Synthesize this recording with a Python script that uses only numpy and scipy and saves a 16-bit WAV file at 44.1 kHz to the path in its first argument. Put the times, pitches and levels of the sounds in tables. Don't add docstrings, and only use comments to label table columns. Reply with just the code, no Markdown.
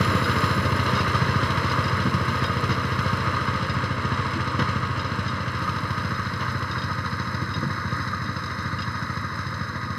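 import sys
import numpy as np
from scipy import signal
from scipy.io import wavfile

SR = 44100
rng = np.random.default_rng(int(sys.argv[2]) if len(sys.argv) > 2 else 0)


def waveform_to_disk(signal):
    frames = np.transpose(np.atleast_2d(signal))
    scaled = np.clip(frames, -1, 1) * 32767
    samples = np.round(scaled).astype(np.int16)
    wavfile.write(sys.argv[1], SR, samples)


N = 440118
TIME = np.arange(N) / SR
START_M, AWAY_M_PER_S = 7.18, 1.028

# freq_hz, near_db, far_db
GAS_TONE = [(20.6, -18, -24), (44.7, -17, -12), (78, -10, -7), (119, -4, 2.5), (200, -0.5, 1.5),
            (329, -2.5, -4), (395, -4, -15.5), (513, -0.5, -5.5), (580, -6, -12), (645, -6.5, -11.5),
            (746, -19.5, -23.5)]
# freq_hz, near_db, far_db
BLOCK_TONE = [(808, -17.5, -25), (903, -4, -8.5), (1128, 4, 0), (1150, -0.8, -5.5), (1249, 6.5, 4.5),
              (1314, -3.5, -6), (1625, -3, -3), (1784, -8.5, -8), (1950, -6, -6.5), (2165, -6.5, -13),
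              (2272, -13.5, -23)]
# freq_hz, near_db, far_db
COVER_TONE = [(2460, -3, -4.5), (2750, 3, -5.5), (3330, -2, -8), (3524, -9.5, -17.5), (3820, -1.5, 2.5),
              (4150, 1, 1.5), (4670, -14, -13), (5060, -3, 3.5), (5430, -8, -9), (5750, -15.5, -18.5),
              (6300, -10.5, -4.5), (6615, -23.5, -29.5)]
# freq_hz, side_on_db, turning_db, behind_db
VALVE_TONE = [(6690, -13, -18, -16), (7180, 4, 7, 4.5), (7780, -9, 0, -4.5), (8600, -5.5, 1.5, 3),
              (9280, -14, -0.5, -15), (10080, 3, -10, 0), (10600, -10, -10, -2), (10960, -2, 0.5, -5.5),
              (12400, -9, -16, -3), (13450, -21, -15.5, -17.5), (14250, -13, -10, -13),
              (14800, -4, -8, -10), (15700, -10, -10, -10)]


def exhaust(gas_decay_s=0.0045, gas_steady=1.15):
    # place_cycles, size, decay_s
    puffs = [(-.058, 1, .0004), (.07, 1.05, .0035), (.66, -.4, .0011)]
    # freq_hz, gain_db
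    silencer = [(41, -44), (56, -42), (71, -8), (84, -5), (98.5, 5.5), (112.5, -6.5), (126.5, 4.5),
                (155, -2), (186, -6), (250, -13), (310, -18.5), (380, -23), (520, -29), (720, -40)]
    grazing = [(8.0, 0.3), (12.2, 0.62), (15.2, 0.98)]
    trains = [strokes(place, scatter_db=1.6, jitter_s=.00009) for place, _, _ in puffs]
    flow = sum(size * die_away(train, decay_s) / decay_s
               for train, (_, size, decay_s) in zip(trains, puffs))
    boom = unit(colour(flow - flow.mean(), silencer))
    turbulence = rng.standard_normal(N) * (gas_steady + die_away(trains[0], gas_decay_s))
    rush = over_soil(turbulence, GAS_TONE, grazing)
    boom *= amp(receding(start_db=-24.5, doubling_db=6.23))
    rush *= amp(receding(start_db=-28, doubling_db=7.6))
    return amp(waver(depth_db=-0.05, top_hz=3)) * (boom + rush)


def clatter(build_s=0.0013):
    # place_cycles, decay_s, block_db, covers_db, valves_db
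    blows = [(.735, .012, -2.5, -.5, -8), (.865, .01, -.5, -9, -12), (.972, .007, -5, 6.5, 2),
             (.235, .011, -7, 2.5, -3), (.53, .004, -7, -1, 4)]
    grazing = [(12.2, 0.23), (15.2, 1.18)]
    # time_s, heading (0 side-on, 1 turning away, 2 and up from behind)
    swing = [(.55, 0), (1.15, 0.62), (2.7, 0.44), (4.0, .95), (5.4, 1.3), (5.7, 2.2)]
    # side_on_db, turning_db, behind_db
    shielding = (3, -1.8, -0.6)
    power = np.ones((3, N))
    for place, decay_s, *blow_db in blows:
        energy = die_away(strokes(place, scatter_db=2.7, jitter_s=0.0013) ** 2, decay_s)
        power += amp(blow_db)[:, None] ** 2 * die_away(energy, build_s) / (build_s * SR)
    block_shake, cover_shake, valve_shake = np.sqrt(power)
    block = over_soil(block_shake * rattle(per_s=1700, spread_db=2, smooth=1.75), BLOCK_TONE, grazing)
    covers = over_soil(cover_shake * rattle(per_s=3200, spread_db=0, smooth=1.33), COVER_TONE, grazing)
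    fizz = valve_shake * rattle(per_s=4000, spread_db=3, smooth=1.3)
    heading = np.clip(curve(swing), 0, 2)
    angles = [unit(colour(fizz, VALVE_TONE, column)) for column in (1, 2, 3)]
    valves = unit(sum(np.maximum(1 - abs(heading - k), 0) * angle for k, angle in enumerate(angles)))
    block *= amp(receding(start_db=-25, doubling_db=6.36))
    covers *= amp(receding(start_db=-34.5, doubling_db=8.27))
    valves *= amp(receding(start_db=-51, doubling_db=7.7) + np.interp(heading, range(3), shielding))
    return amp(waver(depth_db=0.48, top_hz=4.3)) * (block + covers + valves)


def tine_thumps():
    # start_s, level_db
    hits = [(.562, -18), (.645, -19), (1.214, -19), (2.053, -15), (2.136, -17), (2.69, -17.5), (4.356, -22),
            (4.59, -15), (7.416, -21), (7.571, -19), (7.629, -18.5), (7.659, -19)]
    # pitch_hz, level_db, t60_s
    hood = [(152, 9, 0.11), (193, 4.5, 0.18), (236, 1.5, 0.088), (324, -1, 0.15), (495, -1, 0.033)]
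    return struck(hits, hood, trim_db=-0.3, contact_s=0.013, bounce=2.2)


def gear_knocks():
    # start_s, level_db
    hits = [(1.1543, -12), (3.0897, -20), (3.3686, -20), (5.6773, -19), (6.9022, -19), (7.511, -22),
            (8.1327, -18)]
    # pitch_hz, level_db, t60_s
    gear_case = [(1130, -12, 0.027), (1238, 18, 0.072), (1400, -5, 0.027), (1560, -27, .025)]
    return struck(hits, gear_case, trim_db=-1.5, contact_s=.003, bounce=0.32)


def steel_clinks(light_count=24, scatter_db=5):
    # start_s, level_db
    hard_hits = [(0.2404, -23.5), (0.952, -22.5), (0.9892, -21), (1.659, -27), (1.697, -25),
                 (1.8394, -22.5), (1.88, -24), (2.4397, -19.5), (2.7194, -23), (3.695, -24),
                 (4.9935, -23.5), (5.2794, -25), (6.7126, -23.5), (6.7815, -27), (6.8174, -25),
                 (7.5384, -23), (8.786, -26.5), (8.821, -22.5)]
    # pitch_hz, level_db, t60_s
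    steel = [(2610, -12, 0.035), (2870, -0.5, 0.041), (3240, -2, 0.046), (3764, 2, 0.083),
             (4110, -8, 0.042), (4934, -1, 0.057), (5046, 1, 0.05), (6060, -22, .05)]
    when, softness = rng.random((light_count, 2)).T
    start_s = when * N / SR
    level_db = receding(start_db=-27, doubling_db=5.7, time_s=start_s) - scatter_db * softness
    light_hits = list(zip(start_s, level_db))
    return struck(hard_hits + light_hits, steel, trim_db=-2.7, contact_s=0.011, bounce=3.5)


def frame_jolts(trim_db=3.5, rise_s=.003):
    # start_s, level_db, decay_s
    bumps = [(.872, -30, 0.049), (0.949, -30, 0.044), (1.151, -28.5, 0.028), (2.438, -30, .014),
             (2.688, -28.5, 0.044), (4.591, -22.5, 0.02), (4.619, -31, 0.018), (6.404, -29, 0.035)]
    t, shake = TIME[:SR // 3], np.zeros(N)
    rise = 1 - np.exp(-t / rise_s)
    for start_s, level_db, decay_s in bumps:
        add(shake, start_s, amp(level_db + trim_db) * rise * np.exp(-t / decay_s))
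    contacts = rattle(per_s=2400, spread_db=1.5, smooth=1.1)
    blend = [(BLOCK_TONE, 0), (COVER_TONE, -10), (GAS_TONE, -8), (VALVE_TONE, -34)]
    return shake * sum(amp(db) * unit(colour(contacts, tone)) for tone, db in blend)


def grit(trim_db=-8, decay_s=.004):
    # start_s, level_db
    hits = [(2.4369, -35)]
    ticks = np.zeros(N)
    for start_s, level_db in hits:
        add(ticks, start_s, amp([level_db + trim_db]))
    return die_away(ticks, decay_s) * unit(colour(rng.standard_normal(N), VALVE_TONE))


def strokes(place, scatter_db, jitter_s, start_cycles=-0.1257):
    # time_s, firing_hz
    speed = [(0.0, 13.937), (1.1, 14.139), (1.5, 14.05), (3.1, 14.18), (4.0, 14.145), (4.7, 14.002),
             (7.2, 13.873), (7.6, 13.754), (9.0, 13.594), (10.0, 13.72)]
    phase = start_cycles + np.cumsum(curve(speed)) / SR
    cycles = np.arange(-1, int(phase[-1]) + 2) + place
    lateness, strength = rng.standard_normal((len(cycles), 2)).T
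    start_s = np.interp(cycles, phase, TIME, left=-1, right=-1) + jitter_s * lateness
    at = np.round(start_s * SR).astype(int)
    inside = (at >= 0) & (at < N)
    train = np.zeros(N)
    train[at[inside]] = amp(scatter_db * np.clip(strength[inside], -2, 1))
    return train


def struck(hits, modes, trim_db, contact_s, bounce, detune=0.00087):
    t, track = TIME[:SR // 3], np.zeros(N)
    radiation = signal.butter(3, [.7 * modes[0][0], 1.25 * modes[-1][0]], "bandpass", fs=SR, output="sos")
    for start_s, level_db in hits:
        ring = np.zeros(len(t))
        for pitch_hz, mode_db, t60_s in modes:
            pitch_hz *= 1 + detune * rng.standard_normal()
            ring += amp(mode_db - 60 * t / t60_s) * np.sin(2 * np.pi * pitch_hz * t)
        chatter = rng.standard_normal(len(t)) * np.exp(-t / contact_s)
        force = (t == 0) + bounce * chatter / np.linalg.norm(chatter)
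        sound = signal.fftconvolve(signal.sosfilt(radiation, force), ring)[:len(t)]
        add(track, start_s, amp(level_db + trim_db) * sound / abs(sound).max())
    return track


def rattle(per_s, spread_db, smooth):
    clicks = rng.standard_normal(N) * (rng.random(N) < per_s / SR)
    clicks *= amp(spread_db * np.minimum(rng.exponential(1, N), 4))
    return unit(unit(clicks) + smooth * rng.standard_normal(N))


def waver(depth_db, top_hz):
    hz, t = top_hz * np.geomspace(.1, 1, 20), TIME[::SR // 100]
    swell = np.sin(2 * np.pi * (hz * t[:, None] + rng.random(len(hz)))).sum(1)
    return depth_db * np.interp(TIME, t, unit(swell))


def over_soil(x, tone, grazing):
    far = np.interp(distance(TIME), *np.transpose(grazing))
    near_tone, far_tone = colour(x, tone, column=1), colour(x, tone, column=2)
    return unit((1 - far) * unit(near_tone) + far * unit(far_tone))


def receding(start_db, doubling_db, time_s=TIME):
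    return start_db - doubling_db * np.log2(distance(time_s) / START_M)


def distance(time_s):
    return START_M + AWAY_M_PER_S * time_s


def colour(x, tone, column=1):
    tone = np.array(tone)
    octave = np.log2(np.abs(np.fft.fftfreq(16384, 1 / SR)) + 1)
    points = np.log2(tone[:, 0])
    beyond = abs(octave - np.clip(octave, points[0], points[-1]))
    gain_db = np.maximum(np.interp(octave, points, tone[:, column]) - 60 * beyond, -100)
    log_spectrum = np.conj(signal.hilbert(np.log(amp(gain_db))))
    response = np.fft.ifft(np.exp(log_spectrum)).real
    return signal.oaconvolve(x, response[:len(octave) // 2])[:len(x)]


def die_away(train, decay_s):
    return signal.lfilter([1], [1, -np.exp(-1 / (SR * max(decay_s, 1 / SR)))], train)


def amp(db):
    return 10 ** (np.asarray(db) / 20)


def unit(x):
    return x / np.sqrt(np.mean(x ** 2) + 1e-20)


def curve(rows):
    return np.interp(TIME, *np.transpose(rows))


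def add(mix, start_s, sound):
    part = mix[max(round(start_s * SR), 0):][:len(sound)]
    part += sound[:len(part)]


def scene():
    engine = exhaust() + clatter()
    return (engine + tine_thumps() + gear_knocks() + steel_clinks() + frame_jolts() + grit())[None]


def record(dry):
    edge_hz = 15550
    low_pass = signal.firwin(1023, edge_hz, window=("kaiser", 9), fs=SR)
    return signal.oaconvolve(dry, low_pass[None], "same")


dry = scene()
out = record(dry)
waveform_to_disk(out)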